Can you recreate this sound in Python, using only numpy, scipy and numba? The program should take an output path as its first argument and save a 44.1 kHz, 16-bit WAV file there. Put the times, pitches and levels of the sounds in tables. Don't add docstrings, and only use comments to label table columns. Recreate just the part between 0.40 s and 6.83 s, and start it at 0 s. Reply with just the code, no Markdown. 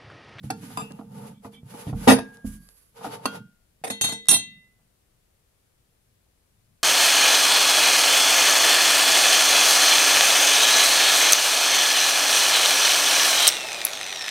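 import sys
import numpy as np
from scipy import signal
from scipy.fft import rfft, irfft, next_fast_len
from scipy.io import wavfile
from scipy.ndimage import uniform_filter1d, map_coordinates
from numba import njit

SR = 44100
rng = np.random.default_rng(int(sys.argv[2]) if len(sys.argv) > 2 else 0)


def bounce(signal):
    frames = np.transpose(np.atleast_2d(signal))
    limited = np.clip(frames, -1, 1)
    pcm = np.round(limited * 32767).astype(np.int16)
    wavfile.write(sys.argv[1], SR, pcm)


def invert_db(x):
    u = np.asarray(x, float) / 20
    return 10 ** u


N = 283563


def unit(x):
    return x / np.sqrt(np.mean(x ** 2))


def tint(x, points):
    hz, db = np.transpose(points)
    size = next_fast_len(x.shape[-1])
    log_hz = np.log(np.arange(size // 2 + 1) * SR / size + 1)
    gain = invert_db(np.interp(log_hz, np.log(hz), db))
    return irfft(rfft(x, size) * gain, size)[..., :x.shape[-1]]


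def band(x, lo_hz, hi_hz):
    return signal.sosfilt(signal.butter(3, [lo_hz, hi_hz], "band", fs=SR, output="sos"), x)


def pair(apart_hz):
    mid, side = rng.standard_normal((2, N))
    side = tint(side, [(apart_hz / 10, -20), (apart_hz, 0)])
    return mid + side * np.array([[1], [-1]])


def drift(x, seconds):
    span = int(seconds * SR)
    slow = uniform_filter1d(uniform_filter1d(x, span), span)
    return unit(slow - slow.mean())


def grit(shape, scatter_db):
    return unit(rng.standard_normal(shape) * invert_db(scatter_db * rng.exponential(size=shape)))


@njit
def resonate(x, free, pole, left, right):
    out = np.zeros((2, len(x)))
    for m in range(len(pole)):
        z = 0j
        for i in range(len(x)):
            z = z * pole[m] * free[i] + x[i]
            out[0, i] += (left[m] * z).imag
            out[1, i] += (right[m] * z).imag
    return out


def ring(x, modes, lag_s=0.00047, touch=0.):
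    hz, t60, db, pan_db = np.transpose(modes)
    pole = np.exp((2j * np.pi * hz - np.log(1000) / t60) / SR)
    start, turn = rng.uniform(0, 2 * np.pi, (2, len(hz)))
    turn = np.sin(turn) * np.minimum(2 * np.pi * hz * lag_s, np.pi)
    left = invert_db(db + pan_db / 2) * np.exp(1j * (start + turn))
    right = invert_db(db - pan_db / 2) * np.exp(1j * start)
    free = invert_db(-touch * np.ones(N) / SR)
    return resonate(x + 1e-18, free, pole, left, right)


def pushes(table):
    push = np.zeros(N)
    for s, db in table:
        push[int(s * SR)] = invert_db(db)
    return push


def strike(table, modes, touch=0.):
    return ring(pushes(table), modes, touch=touch)


def touching(table, db_per_s):
    t = np.arange(N) / SR
    contact = sum((t > row[0]) & (t < row[0] + row[-1]) for row in table)
    return db_per_s * np.clip(contact, 0, 1)


def heavy(table):
    s, ring_db, knock_db, thump_db, length = np.transpose(table)
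    return np.c_[s, ring_db, knock_db, thump_db, thump_db - 14.5, length]


def light(table, passes):
    return np.array([(s, db, *passes, length) for s, db, length in table])


def blows(table, chatter_db, first_db, rise):
    drive, t = np.zeros((4, N)), np.arange(SR // 8) / SR
    for (s, *layer_db, length), bits in zip(table, grit((len(table), len(t)), 2.1)):
        part = t / length
        push = invert_db(chatter_db) * bits * np.minimum(part / rise, 1) / (1 + part ** 8)
        push[0] = invert_db(first_db)
        at = int(s * SR)
        drive[:, at:at + len(t)] += invert_db(np.array(layer_db))[:, None] * push
    return drive


# (frequency [Hz], level per Hz [dB])
CRACK = [(180, -28.5), (300, -8.5), (543, -4.5), (936, -6), (1810, -14), (2280, -18.5), (3120, -20.5),
         (6450, -21.5), (7000, -30.5), (8670, -22.5), (14600, -36.5), (15300, -60.5)]


def crack(x, t60):
    t = np.arange(SR // 5) / SR
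    burst = unit(tint(rng.standard_normal((2, len(t))), CRACK)) * invert_db(-60 * t / t60)
    return signal.fftconvolve(x[None], burst, axes=1)[:, :N]


def china(table, modes, notes_db, crack_db, crack_t60, chatter_db, hard_hz, touch=0., first_db=0.95, rise=.02):
    drive = blows(table, chatter_db, first_db, rise)
    keep = np.exp(-2 * np.pi * hard_hz / SR)
    contact = signal.lfilter([1 - keep], [1, -keep], drive[0])
    notes = invert_db(notes_db) * ring(contact, modes, touch=touch)
    return notes + invert_db(crack_db) * crack(contact, crack_t60), drive[1:]


# (time [s], ring [dB], hollow knock [dB],
# board thump [dB], chatter length [s])
POT_BLOWS = [
    (1.047, -44, -33.5, -28.5, 0.014),
    (1.4686, -39.5, -46, -36, 0.04),
    (1.677, -4.5, -7.5, -5, 0.021),
    (1.7863, -23, -21.5, -25.5, 0.0061),
    (3.4387, -22.5, -30.5, -39.5, 0.018),
    (3.4665, -27.5, -41, -43, 0.017),
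    (3.5011, -20.5, -33, -46.5, 0.0076),
             (1.6832, -4.5, -10, -13, .05),
]
# (frequency [Hz], t60 [s], level [dB], left minus right [dB])
POT = [(1530, 0.26, -13, 0), (1286, 0.068, -8.5, -1.5), (2486, 0.071, -11, -5.5),
       (2816, 0.046, -13.5, -0.5), (3220, 0.19, -26, -2.5), (3790, 0.093, -15.5, -1.5),
       (4530, 0.12, -12, -4), (5940, 0.05, -18, 1), (6486, 0.07, -20.5, 0), (9010, 0.08, -9.5, -4),
       (9330, 0.13, -15.5, -1), (10320, .1, -4.5, 0), (10512, 0.087, -10.5, -0.5), (12660, 0.042, -17, -7),
       (13000, .08, -17, 5)]


def teapot():
    return china(heavy(POT_BLOWS), POT, -13.5, -2.0, 0.023, -24.0, 8700, first_db=-5.5, rise=0.11)


# (time [s], ring [dB], chatter length [s])
LID_TILTS = [(3.5005, -24, 0.017), (3.6115, -11, .009), (3.6405, -13, .011), (3.689, -22.5, 0.00982),
             (3.7215, -24, 0.011)]
LID_LIFTS = [(3.8850, -2, 0.01), (3.8967, -9.5, .008), (3.9105, -2.5, 0.0059), (3.9233, -9, 0.012),
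             (3.939, -5, .010), (3.9643, -14.5, 0.0022)]
CHOKE_S, CHOKE_DB_PER_S = 0.0015, 3498.5


def choke():
    closing = [(row[0] - CHOKE_S, CHOKE_S) for row in LID_TILTS[2:] + LID_LIFTS[1:]]
    return touching(closing, CHOKE_DB_PER_S)


# (time [s], length [s])
GRIP = [(4.25, 1)]


def held():
    return touching(LID_TILTS + LID_LIFTS, 270) + choke() + touching(GRIP, 70)


LID_HZ = [1555, 2016, 2730, 2690, 3200, 3370, 3537, 3712, 3736, 3920, 4243, 4269, 5480, 5722, 6016, 6490,
          6665, 7232, 7483, 8312, 8568, 8600, 9130, 9541, 9749, 10104, 10385, 11480, 12600, 14240]
# (t60 [s], level tilted [dB], level lifted [dB], left minus right [dB])
LID = [(0.18, -22.5, -21, -2.5), (1, -11.5, -24.5, -6), (0.49, -15.5, -19.5, 5), (0.3, -18, -27.5, -1),
       (0.31, -14, -24.5, 7), (0.38, -19.5, -16.5, -1), (0.2, -16.5, -28, 2), (0.41, -5, -11, 1.5),
       (0.36, -17, -19, 2), (0.25, -23.5, -19, 1), (0.15, -24.5, -20, 1), (0.29, -14, -18.5, 5),
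       (.2, -23.5, -27.5, -3.5), (0.173, -23, -14.5, 4.5), (0.099, -18, -16.5, 3), (0.2, -10.5, -13, 6.5),
       (0.24, -11.5, -19.5, -2), (0.036, -12.5, -19.5, -2), (0.15, -13.5, -26.5, 0.5),
       (0.05, -9.5, -13.5, -3.5), (0.086, -17.5, -4, -5), (0.19, -18.5, -13.5, -3.5),
       (0.041, -15.5, -14.5, -5), (0.11, -22.5, -18, -5), (0.14, -14, -15, -3), (0.049, -15, -3.5, -6),
       (0.044, -15, -8, -1), (0.05, -15, -25, -6), (0.0067, -20, -20.5, -4), (.08, -19, -17, 0)]
# (hollow knock [dB], board thump [dB], deep thump [dB])
TILT_PASSES = (-32.5, -34, -41)


def tilted_lid():
    modes = np.c_[LID_HZ, LID][:, [0, 1, 2, 4]]
    return china(light(LID_TILTS, TILT_PASSES), modes, -6.0, -11.0, 0.012, -24.5, 16000, held(),
                 first_db=-1, rise=0.031)


# (hollow knock [dB], board thump [dB], deep thump [dB])
LIFT_PASSES = (-29, -29.5, -32.5)


def lifted_lid():
    modes = np.c_[LID_HZ, LID][:, [0, 1, 3, 4]]
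    return china(light(LID_LIFTS, LIFT_PASSES), modes, -5.5, -22.5, 0.018, -25.0, 17000, held(),
                 first_db=-4, rise=0.046)


# (time [s], ring [dB], hollow knock [dB], board thump [dB], chatter length [s])
LID_RATTLES = [
    (0.0408, -59, -64, -35.5, 0.019),
    (0.3732, -16.5, -29.5, -31.5, 0.053),
    (1.1293, -54, -58, -47, 0.059),
]
# (frequency [Hz], t60 [s], level [dB], left minus right [dB])
SEATED = [(1221, 0.056, -2.5, 5.5), (990, 0.041, -3.5, 0.5), (2370, 0.03994, -17.5, -0.5),
          (2600, 0.38, -19, 4.5), (2770, 0.37, -19, 0.5), (3620, 0.047, -16, 0), (4830, 0.06, -14, 0.5),
          (7470, 0.034, -10, -3), (8420, 0.078, -16, -1.5), (9200, 0.09, -17, 1), (10250, 0.027, -9, -4),
          (12530, .03, -18.5, 0.5)]


def seated_lid():
    return china(heavy(LID_RATTLES), SEATED, -8, -13.0, 0.022, -32.0, 10700)


# (time [s], level [dB], chatter length [s])
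RIM_TAPS = [(3.4385, -22.5, 0.011), (3.4660, -29.5, 0.017)]
# (frequency [Hz], t60 [s], level [dB], left minus right [dB])
RIM = [(4600, 0.054, -11.5, 2.5), (5000, 0.037, -16, 0.5), (7000, 0.08, -13.5, -1.5), (8500, 0.18, -3, -8),
       (8900, 0.0503, -7.5, -7), (9050, .04, -11, -4.5), (9200, .05, -7.5, -5.5),
       (10600, 0.056, -7.5, -4.5), (10340, 0.042, -9.5, -6), (11592, 0.029, -17.5, -3.5),
       (11900, .05, -17, -4), (13300, 0.042, -17.5, -3.5), (14600, .05, -19, -3), (15000, .04, -26.5, -1.5)]
# (time [s], level [dB], length [s])
KNOB_SHIFTS = [(.925, -63.5, 0.076), (1.125, -48.5, 0.033), (1.158, -49.5, 0.027), (1.468, -43.5, 0.021)]
# (frequency [Hz], t60 [s], level [dB], left minus right [dB])
KNOB = [(2310, 0.074, -4.5, -1.5), (2720, .08, -19, 8), (3150, 0.089, -3, -3), (3450, 0.089, 2, -10)]


def rattle():
    taps = light(RIM_TAPS + LID_TILTS + LID_LIFTS, (0, 0, 0))
    creep = light(KNOB_SHIFTS, (0, 0, 0))
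    rim, _ = china(taps, RIM, -11.0, -23, 0.013, -25.5, 15000, choke(), first_db=-12, rise=0.53)
    knob, _ = china(creep, KNOB, -6.5, -28, .02, -25.5, 6000, first_db=-24, rise=0.22)
    return rim + knob


# (time [s], ring [dB], hollow knock [dB], board thump [dB], chatter length [s])
JUG_BLOWS = [
    (0.1025, -22, -22, -29.5, 0.005),
    (2.8559, -14.5, -20.5, -28, 0.0078),
]
# (frequency [Hz], t60 [s], level [dB], left minus right [dB])
NUDGED = [(1034, 0.17, -21, 4.5), (1390, 0.19, -15, 10), (2250, 0.033, -14, 2), (2679, .04, -6, -6),
          (3500, 0.032, -13, 4), (4450, 0.03, 0, -3), (5550, 0.018, -6.5, 3), (6417, .04, -2, 7.5),
          (7849, 0.028, -6, 3), (9350, 0.052, -6.5, -8), (9880, 0.036, -11.5, -4.5),
          (11170, 0.023, -35, -4.5), (12000, 0.017, -7.5, -6)]


def nudged_jug():
    return china(heavy(JUG_BLOWS)[:1], NUDGED, -9.0, -9.5, 0.078, -21, 7500, first_db=-7, rise=0.3)


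# (frequency [Hz], t60 [s], level [dB], left minus right [dB])
JUG = [(1370, 0.13, -9, 0.5), (1080, 0.039, -13, -36), (2720, 0.047, -10.5, -5), (2798, 0.36, -27.5, -7),
       (3572, 0.19, -20, -3), (4610, 0.045, -6.5, 4.5), (5530, 0.043, -11, -2), (6240, 0.0302, -5, 7),
       (7150, 0.0554, -10, 0), (9500, 0.025, -8.5, -2), (9780, 0.047, -6.5, -3.5),
       (10100, 0.034, -15, -6.5), (12000, 0.0686, -14, -1)]


def free_jug():
    return china(heavy(JUG_BLOWS)[1:], JUG, -6.5, -4.0, 0.016, -25.0, 8700)


# (time [s], level [dB])
JUG_CLINK = [(2.857, -30.5)]
# (t60 [s], level [dB], left minus right [dB])
JUG_HZ = [1421, 1540, 3252, 4430]
JUG_NOTES = [(0.46, -3, 1.5), (0.45, -14.5, 2), (0.31, -10, -2), (.1, 0, 0.16)]


def jug_clink():
    return ring(pushes(JUG_CLINK), np.c_[JUG_HZ, JUG_NOTES], .00003)


# (time [s], tap [dB], hollow knock [dB], board thump [dB])
DULL_BLOWS = [(0.231, -38, -49, -37.5), (0.3038, -41, -43, -41), (0.506, -33.5, -58, -37),
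              (0.59, -41, -37.5, -35), (1.3396, -32, -45, -47), (1.529, -47.5, -35.5, -34),
              (2.044, -60, -63.5, -25), (2.574, -61, -50, -61), (2.6109, -40, -46, -57),
              (2.645, -57, -27.5, -36), (2.6635, -45, -36.5, -36)]


def dull_bumps():
    rows = heavy([(*row, 0.01) for row in DULL_BLOWS])
    return china(rows, [(2950, 0.017, -40.0, 0.0074)], -8.5, -12.0, 0.038, -22.5, 3000)


def move(row, edge_db, curve):
    start, peak, end = row[:3]
    t = np.arange(N) / SR
    away = np.where(t < peak, (peak - t) / (peak - start), (t - peak) / (end - peak))
    return invert_db(-edge_db * np.minimum(away, 4) ** curve)


SLIDE_EDGE_DB, SLIDE_CURVE = 21, 2.3
# (start [s], fastest [s], end
# [s], rasp [dB], hollow scrape [dB])
POT_SLIDES = [(.025, .04, 0.11, -55.5, -58), (.14, .28, 0.42, -56.5, -57.5), (.21, .25, .4, -61.5, -63),
              (.33, .4, 0.52, -57.5, -53), (.46, .55, 0.69, -68, -55), (.68, .82, 0.96, -56.5, -45.5),
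              (1.02, 1.058, 1.105, -60.5, -47.5), (1.11, 1.142, 1.18, -61.5, -64),
              (1.25, 1.4, 1.55, -53, -45.5), (1.56, 1.67, 1.72, -43.5, -42), (1.81, 1.9, 2.09, -69, -56),
              (3.615, 3.66, 3.76, -44, -46.5)]
HAND_SLIDES = [(2.045, 2.075, 2.14, -56.5, -62), (2.12, 2.15, 2.19, -62.5, -71.5),
               (2.15, 2.3, 2.58, -71.5, -76.5)]
JUG_SLIDES = [(2.545, 2.58, 2.63, -60, -49.5), (2.76, 2.8, 2.85, -64, -48), (2.6, 2.665, 2.7, -45, -38),
              (2.68, 2.738, 2.785, -48, -38), (2.815, 2.86, 2.92, -51, -42), (2.9, 2.955, 3.0, -49, -39)]
SKID = [
    (1.668, 1.675, 1.82, -29, -10.5),
]
# (start [s], hardest [s], end [s], rumble [dB])
LEANS = [(-.05, 0, 0.17, -52), (0, 0.213, 0.58, -42.5), (0.41, 0.436, 0.47, -38.5),
         (0.495, 0.527, 0.59, -43), (0.597, 0.832, 1.04, -43.5), (0.95, 1.4, 2.15, -50),
         (1.484, 1.54, 1.69, -32.5), (1.8, 1.853, 2.08, -61.5), (2.047, 2.057, 2.26, -42.5),
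         (2.55, 2.707, 2.96, -47.5), (2.893, 2.971, 3.11, -45), (3.88, 3.978, 4.3, -54)]


def moves():
    levels = np.zeros((4, N))
    for table, hiss_db in (POT_SLIDES, -1), (HAND_SLIDES, 7.5), (JUG_SLIDES, -5.5):
        for row in table:
            rasp_db, scrape_db = row[3:]
            gains = invert_db(np.array([[scrape_db], [rasp_db], [rasp_db + hiss_db]]))
            levels[1:] += gains * move(row, SLIDE_EDGE_DB, SLIDE_CURVE)
    for row in LEANS:
        levels[0] += invert_db(row[3]) * move(row, SLIDE_EDGE_DB, SLIDE_CURVE)
    for row in SKID:
        rasp_db, scrape_db = row[3:]
        gains = invert_db(np.array([[rasp_db + 12], [scrape_db], [rasp_db], [rasp_db - 14]]))
        levels += gains * move(row, 48.5, 1.1)
    return levels


# (frequency [Hz], level per Hz [dB])
RASP = [(710, -27.5), (1200, 2), (1340, -11.5), (1470, 3), (1580, -5), (2330, -6.5), (2650, -11.5),
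        (2850, -6), (4190, -11.5), (6710, -11.5), (9250, -18), (10300, -7.5), (15400, -29.5)]
# (frequency [Hz], t60 [s], level [dB], left minus right [dB])
HOLLOW = [(434.6, 0.26, -15, -0.5), (462.8, 0.4, -12, -7), (587, 0.072, -11.5, -5), (693, 0.067, -4, -3),
          (761, 0.063, -2.5, -6), (815, 0.093, -8.5, -3), (894, .12, -8, 6), (970, 0.07, -16.5, -1),
          (1224, 0.04, -8.5, 1.5), (1400, 0.028, -8, 3.5)]
BOARD_HZ = [208, 260, 295]
DEEP_HZ = [90, 111, 134, 165]
# (t60 [s], level [dB], left minus right [dB])
BOARD = [(0.33, -13.5, -3), (0.11, -3.5, -4), (0.22, -15, -4)]
DEEP = [(0.047, -15.5, -1), (0.2, -10.5, -2), (0.21, -9.5, -1.6), (0.14, -14.5, -2)]


def drag():
    rumble, scrape, rasp, fine = moves()
    slips = uniform_filter1d(grit(N, 1.9) ** 2, size=90) ** 0.24
    noise = tint(pair(1700) * slips, RASP)
    wake = unit(ring(grit(N, 1.9), np.vstack([POT[2:], SEATED[1:]])))
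    low = unit(band(noise, 1200, 5500)) + invert_db(-3.5) * band(wake, 1100, 7500)
    high = unit(band(noise, 7300, 18000)) + invert_db(-5.5) * band(wake, 6000, 15500)
    shelf = np.c_[DEEP_HZ + BOARD_HZ, DEEP + [(.2, -9, -2)] + BOARD[1:]] * [1.0, 0.24, 0.79, 1.0]
    wood = rumble * unit(band(ring(grit(N, 1.6), shelf, .0001), 92, 230))
    cavity = np.array(HOLLOW) * [1, 0.55, 0.85, 0.98]
    hollow = scrape * unit(band(ring(grit(N, 2.4), cavity, 0.00052), 350, 1300))
    patchy = invert_db(2.0 * drift(slips, 0.026))
    return wood + hollow + (rasp * low + fine * high) * patchy


# (start [s], fastest [s], end [s], level [dB])
STROKE = (2.13, 2.28, 2.56, -65)
# (frequency [Hz], t60 [s], level [dB], left minus right [dB])
STROKE_NOTES = [(11330, 0.0118, -2.5, -8.5), (10770, 0.016, -8, -8), (4590, 0.0126, -8, 0.5),
                (1167, 0.0492, -19.5, 11.5)]


def stroke():
    hiss = unit(ring(rng.standard_normal(N), STROKE_NOTES))
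    return hiss * invert_db(STROKE[3]) * move(STROKE, SLIDE_EDGE_DB, SLIDE_CURVE)


# (time [s], level [dB])
TICKS = [(.5207, -37.5), (1.971, -43.5), (2.289, -40), (3.857, -40.5), (3.870, -40)]


def ticks():
    t = np.arange(SR // 50) / SR
    snap = band(rng.standard_normal((2, len(t))) * invert_db(-60 * t / 0.008), 451, 9496)
    return signal.fftconvolve(pushes(TICKS)[None], snap, axes=1)[:, :N]


def damped(modes):
    modes = np.array(modes)
    return np.c_[modes[:, 0], np.minimum(modes[:, 1], .28), modes[:, 2:]]


# (time [s], length [s])
SETTLE = [(1.742, 0.026), (1.742, 0.277)]
# (time [s], level [dB])
HEAVES = [(.041, -26.5), (.056, -34.5), (1.2315, -35), (1.4686, -22.5), (1.529, -19.5), (1.7863, -34),
          (3.415, -47.5)]
# (time [s], level [dB])
GULPS = [(.102, -19.5), (2.646, -30), (3.439, -21.5), (3.501, -28)]
# (frequency [Hz], t60 [s], level [dB], left minus right [dB])
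POT_AIR = [(759.8, 0.07, 0.5, -4.5), (777, 0.055, -14, -10.5)]
# (time [s], level [dB])
BOOM = [(1.675, -8.5)]
# (frequency [Hz], t60 [s], level [dB], left minus right [dB])
BOOM_NOTE = [(258.3, 0.9, 0.0013, -4.5)]
# (time [s], level [dB])
SHAKES = [(1.529, -28), (1.675, -38), (2.044, -30.5), (3.612, -48), (3.886, -49.5)]
# (frequency [Hz], t60 [s], level [dB], left minus right [dB])
SWAY = [(43.5, 0.51, 0, -2), (76, 0.3, -2, -5)]


def woodwork(knock, thump, deep):
    settled = touching(SETTLE[:1], 650) + touching(SETTLE[1:], 100)
    upper = invert_db(-1.0) * ring(thump, damped(np.c_[BOARD_HZ, BOARD]), .0001, settled)
    lower = invert_db(4.0) * ring(deep + pushes(HEAVES), np.c_[DEEP_HZ, DEEP], .0001)
    hollow = invert_db(-5.5) * ring(knock, HOLLOW, 0.000062, settled) + strike(GULPS, POT_AIR)
    boom = strike(BOOM, BOOM_NOTE, 2.1 * settled)
    low = upper + lower + boom + strike(SHAKES, SWAY)
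    return band(low, 44, 840) + band(hollow, 110, 4200)


# (time [s], level [dB])
CUP_JOLT = [(1.69, -38.5)]
# (t60 [s], level [dB], left minus right [dB])
CUP_NOTE = [(1.2, 0, 0.0018)]
# (time [s], length [s])
CUP_STILLED = [(2.29, 1)]


def cup():
    return strike(CUP_JOLT, np.c_[[1631], CUP_NOTE], touching(CUP_STILLED, 150))


# (frequency [Hz], t60 [s], likeness of the ports [0-1])
ALCOVE = [(202, 0.32, 0.95), (770, 0.21, 0.9), (3149, 0.25, 0.7), (12700, 0.13, .05)]


def alcove(x):
    t, tail = np.arange(SR // 2) / SR, 0
    for hz, t60, alike in ALCOVE:
        noise = band(rng.standard_normal((2, len(t))), hz / 2, min(hz * 2, SR / 2 - 2000))
        left, other = noise * invert_db(-60 * t / t60)
        right = alike * left + np.sqrt(1 - alike ** 2) * other
        tail = tail + np.array([left, right]) / np.sqrt(t60 * SR / 14)
    onset = np.minimum(t / 0.012, 1)
    return invert_db(-11) * signal.fftconvolve(x, tail * onset, axes=1)[:, :N]


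def sway(x):
    lag = 1.7 * drift(rng.standard_normal(N), .06)
    return np.array([x[0], map_coordinates(x[1], [np.arange(N) - lag], mode="mirror")])


# (frequency [Hz], left minus right [dB])
SHADOW = [(2500, 0.5), (5000, 4), (8000, -4.5), (12000, -12.5)]


def shade(x):
    points = np.array(SHADOW)
    return np.array([tint(x[0], points * [1, .5]), tint(x[1], points * [1, -.5])])


# (frequency [Hz], level per Hz [dB])
ROOM = [(12, -29), (20, -4), (59, -3), (76, -7.5), (106, -6), (185, -13), (266, -18.5), (490, -19.5),
        (880, -27), (1300, -27.5), (6520, -32), (10200, -29), (15400, -34.5)]


def room():
    air = unit(tint(pair(400), ROOM))
    wander = unit(uniform_filter1d(uniform_filter1d(rng.standard_normal(N), size=3000), size=3000))
    air = air + band(air, 72, 330) * (invert_db(2.0 * wander) - 1)
    return air * invert_db(-66.5 + np.array([[1.5], [-1.5]]))


# (time [s], level [dB])
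KNOCKS = [(.394, -35), (.612, -37), (.624, -50.5), (1.341, -38), (2.612, -39.5), (4.397, -65), (5.865, -67)]


def scene():
    pieces = [teapot(), seated_lid(), dull_bumps(), nudged_jug(), free_jug(), tilted_lid(), lifted_lid()]
    knock, thump, deep = sum(drives for _, drives in pieces)
    near = sum(sound for sound, _ in pieces) + woodwork(knock + pushes(KNOCKS), thump, deep) + drag()
    near = near + alcove(near) + ticks()
    still = room() + cup()
    near = near + rattle() + jug_clink() + stroke()
    return shade(sway(near)) + still


def low_pass(x):
    return signal.sosfilt(signal.butter(12, 15600, fs=SR, output="sos"), x)


def record(dry):
    rounded = np.tanh(1.098 * dry) / 1.033
    mix = signal.sosfilt(signal.ellip(8, .2, 70, 15600, fs=SR, output="sos"), rounded)
    return low_pass(mix)


dry = scene()
out = record(dry)
bounce(out)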